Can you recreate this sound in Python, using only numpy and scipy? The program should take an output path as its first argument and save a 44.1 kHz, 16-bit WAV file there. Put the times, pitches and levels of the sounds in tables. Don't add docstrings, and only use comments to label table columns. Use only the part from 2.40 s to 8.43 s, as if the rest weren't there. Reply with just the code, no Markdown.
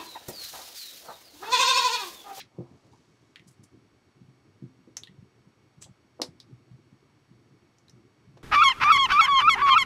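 import sys
import numpy as np
from scipy import signal
from scipy.fft import rfft, irfft, next_fast_len
from scipy.io import wavfile
from scipy.ndimage import map_coordinates

SR = 44100
rng = np.random.default_rng(int(sys.argv[2]) if len(sys.argv) > 2 else 0)


def to_wav(s):
    ch = np.atleast_2d(s).T
    pcm = np.round(np.clip(ch, -1, 1) * 32767)
    wavfile.write(sys.argv[1], SR, pcm.astype(np.int16))


N = 265905

# start in seconds, level in dB, cavity pitch and width in Hz,
# first tear in dB against the click, hollow ring in dB against the cavity.
MOUTH_CLICKS = [(0.959, -31.5, 2540, 2200, -15, 4), (0.9958, -43, 2500, 1610, -13, 6),
                (2.5695, -20.5, 6030, 1430, -6, -14), (2.635, -30.5, 3620, 1210, -23, -34),
                (2.673, -39.5, 3300, 1310, -22, 8), (3.4242, -30, 7630, 700, -20, -33),
                (3.8184, -15, 4580, 1750, 1, -20), (4.002, -33.5, 4350, 2020, -9, -25),
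                (5.385, -51.5, 6036, 1800, -7, -28), (5.483, -48, 3970, 590, -18, -30),
                (5.497, -45, 5650, 1110, -3, -28)]
# frequency in Hz, level in dB.
SNAP_EQ = [(150, -16), (700, -3.5), (2200, -2), (5000, 2.5), (9000, -5), (12000, -11), (15500, -21.5)]
# time in seconds, level in dB, centre pitch in Hz.
HAND_PATS = [(.187, -31, 280), (0.192, -31.5, 162), (.207, -38.5, 380), (0.314, -48.5, 219),
             (1.003, -52.5, 165), (1.067, -49, 146), (1.196, -50.5, 148), (1.36, -50, 199),
             (1.817, -44, 151), (1.887, -50, 151), (2.225, -35.5, 180), (2.2399, -36, 175),
             (2.391, -50.5, 178), (2.476, -45.5, 267), (2.696, -47, 180), (2.788, -43, 122),
             (2.826, -45.5, 163), (3.075, -50, 134), (3.383, -46.5, 128), (3.448, -51.5, 121),
             (3.496, -46.5, 127), (3.7997, -27.5, 490), (3.812, -34, 308), (3.8193, -25.5, 482),
             (3.889, -44.5, 127), (4.127, -45, 118), (4.314, -43, 119), (4.345, -47.5, 127),
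             (4.528, -48, 177), (4.915, -46, 147), (5.537, -50, 135), (5.877, -46.5, 129),
             (5.944, -50.5, 128), (5.973, -44, 476)]
# offset in seconds, level in dB, pitch ratio.
PAT_STAGES = [(-.006, -14, .85), (0, 0, 1), (.016, -9, .88)]
# peak time and rise in seconds, level in dB, centre and width in Hz.
BRUSH_STROKES = [(.005, .013, -44, 2830, 3300), (.24, 0.11, -64.5, 720, 597), (.46, 0.021, -64.5, 560, 248),
                 (0.538, 0.0094, -59, 930, 240), (0.582, 0.39, -75.5, 4500, 4340),
                 (1.083, 0.0068, -54.5, 6500, 5500), (1.115, 0.011, -67, 7560, 5500),
                 (1.242, .008, -60, 6900, 5200), (3.427, 0.011, -47.5, 6900, 2700),
                 (3.443, 0.0059, -51.5, 3820, 2090), (3.466, 0.0096, -60.5, 660, 376),
                 (5.976, .006, -61.5, 2100, 4500)]
# pitch in Hz, relative level in dB, seconds to fall 60 dB.
STANDING_WAVES = [(128.7, -4.5, 0.204), (192, -13, 0.187), (259, -10.5, 0.81), (347, 7.5, 0.16),
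                  (501, 5, 0.081), (518, -25, 0.165), (783, -11, 0.091), (1214, -3, 0.153)]
# frequency in Hz, seconds to fall 60 dB.
TAIL_DECAY = [(120, 0.14), (500, 0.15), (1500, 0.15), (4500, 0.11), (9000, 0.14), (15000, 0.093)]
# frequency in Hz, relative level in dB.
RUMBLE_EQ = [(12, -80), (20, -58), (37, -51), (53, -13), (123, 6.5), (165, -3), (304, -1), (343, -0.5),
             (435, -6), (560, -16), (700, -20), (910, -8), (1540, -120)]
# frequency in Hz, relative level in dB.
HISS_EQ = [(290, -10.5), (500, -3), (919, -4), (1210, -3), (1400, -6.5), (2160, -8.5), (4150, -15),
           (4600, -17), (4800, -16.5), (5550, -17.5), (7310, -25), (8210, -30), (8580, -26.5), (11800, -28),
           (16000, -54)]
# pitch in Hz, rms level in dB.
WHINE_TONES = [(2223, -84), (2245, -94.5), (4468, -84.5), (5356, -89), (5755, -90), (5776, -91),
               (6691, -91), (8000, -91)]


def mouth_clicks(lead_s=0.001, hollow_hz=1945, hollow_width_hz=240):
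    out = np.zeros(N)
    tear = pulse(lambda hz: amp(along(SNAP_EQ, hz)))
    for s, db, cavity_hz, width_hz, tear_db, hollow_db in MOUTH_CLICKS:
        snap_db = -19 + 6 * np.log2(cavity_hz / 4530)

        def tone(hz):
            hollow = amp(hollow_db) * hump(hz, hollow_hz, hollow_width_hz)
            ring = np.hypot(hump(hz, cavity_hz, width_hz), hollow)
            return np.hypot(ring, amp(snap_db + along(SNAP_EQ, hz)))

        for start, sound in (s - lead_s, amp(tear_db) * tear), (s, pulse(tone)):
            add(out, start, amp(db) * office(sound, early_db=-3.5, tail_db=-2.5))
    return out


def hand_pats(standing_db=-55, size=2048):
    out = np.zeros(N)
    for s, db, centre_hz in HAND_PATS:
        for offset_s, stage_db, ratio in PAT_STAGES:
            thud = office(push(centre_hz * ratio, size), early_db=-10.5, tail_db=-4)
            add(out, s + offset_s - size / 2 / SR, amp(db + stage_db) * thud)
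    t = np.arange(SR // 3) / SR
    standing = sum(amp(db - 60 * t / t60) * np.cos(2 * np.pi * hz * t) for hz, db, t60 in STANDING_WAVES)
    return out + amp(standing_db) * signal.fftconvolve(out, standing)[:N]


def push(centre_hz, size, skin_db=-52):
    hz = np.fft.rfftfreq(size, 1 / SR)
    octaves = 0.6 + 0.61 * np.log2(centre_hz / 123.85)
    spread = 2 ** (octaves / 2)
    low_hz, high_hz = centre_hz / spread, centre_hz * spread
    flesh = 1 / np.sqrt(1 + (hz / high_hz) ** 10)
    skin = amp(skin_db) / (1 + (hz / 4000) ** 2)
    force = np.fft.fftshift(irfft(flesh + skin))
    low_cut = pulse(lambda f: 1 / np.sqrt(1 + (low_hz / (f + 1)) ** 8))
    sound = signal.fftconvolve(force, low_cut)
    return sound / np.abs(sound).max()


def brushes(grain_db=3.5, fall_ratio=1.36):
    out, t = np.zeros(N), np.arange(N) / SR
    for s, rise, db, centre_hz, width_hz in BRUSH_STROKES:
        stroke = np.exp(-np.where(t < s, ((t - s) / rise) ** 2, (t - s) / (fall_ratio * rise)))
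        fizz_db = -20 + 7 * np.log2(centre_hz / 2980)
        fizz = lambda hz: amp(fizz_db + along(SNAP_EQ, hz))
        friction = noise(lambda hz: np.hypot(hump(hz, centre_hz, width_hz), fizz(hz)))
        out += amp(db) * stroke * friction
    catching = unit(amp(grain_db * wobble(700)))
    return office(out * catching, early_db=-13, tail_db=-10)[:N]


def office(x, early_db, tail_db, early_t60=0.014):
    t = np.arange(SR // 3) / SR
    hz, frame_s, spectrum = signal.stft(rng.standard_normal(len(t)), SR, nperseg=256)
    decay = amp(-60 * frame_s / along(TAIL_DECAY, hz)[:, None])
    tail = signal.istft(spectrum * decay, SR, nperseg=256)[1][:len(t)]
    tail *= 1 - np.exp(-t / 0.00092)
    early = rng.standard_normal(len(t)) * amp(-60 * t / early_t60) * (t > .0006)
    answer = amp(early_db) * early / np.linalg.norm(early) + amp(tail_db) * tail / np.linalg.norm(tail)
    answer[0] += 1
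    return signal.fftconvolve(x, answer)


def room_tone(rumble_db=-63.5, flutter_db=3.3, hiss_db=-70):
    t = np.arange(N) / SR
    air = noise(lambda hz: amp(along(RUMBLE_EQ, hz)) / (1 + (hz / 520) ** 10))
    rumble = amp(rumble_db + flutter_db * wobble(30)) * air
    hiss = amp(hiss_db) * noise(lambda hz: amp(along(HISS_EQ, hz)))
    whine = sum(amp(db) * np.sqrt(2) * np.sin(2 * np.pi * hz * t + 0.12 * wobble(3.3))
                for hz, db in WHINE_TONES)
    return rumble + hiss + whine


def amp(db):
    return 10 ** (np.asarray(db) / 20)


def unit(x):
    return x / np.sqrt(np.mean(x ** 2) + 1e-20)


def along(points, hz):
    point_hz, values = np.transpose(points)
    return np.interp(np.log(hz + 1), np.log(point_hz + 1), values)


def wobble(rate):
    knots = rng.standard_normal(int(N * rate / SR) + 4)
    return map_coordinates(knots, [np.arange(N) * rate / SR])


def filtered(x, response):
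    size = next_fast_len(N + SR // 2)
    return irfft(rfft(x, size) * response(np.fft.rfftfreq(size, 1 / SR)), size)[:N]


def noise(response):
    return unit(filtered(rng.standard_normal(N), response))


def hump(hz, centre_hz, width_hz):
    detune = (hz ** 2 - centre_hz ** 2) / ((hz + 1) * width_hz)
    return 1 / np.sqrt(1 + detune ** 6)


def pulse(response, size=8192):
    gain = np.maximum(response(np.fft.rfftfreq(size, 1 / SR)), 1e-6)
    cepstrum = irfft(np.log(gain))
    cepstrum[1:size // 2] *= 2
    cepstrum[size // 2 + 1:] = 0
    sound = irfft(np.exp(rfft(cepstrum)))
    return sound / np.abs(sound).max()


def add(track, s, sound):
    start = max(round(s * SR), 0)
    track[start:start + len(sound)] += sound[:N - start]


def scene():
    return (mouth_clicks() + hand_pats() + brushes() + room_tone())[None]


def record(dry, top_hz=15900):
    return np.array([filtered(channel, lambda hz: 1 / (1 + (hz / top_hz) ** 70)) for channel in dry])


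dry = scene()
out = record(dry)
to_wav(out)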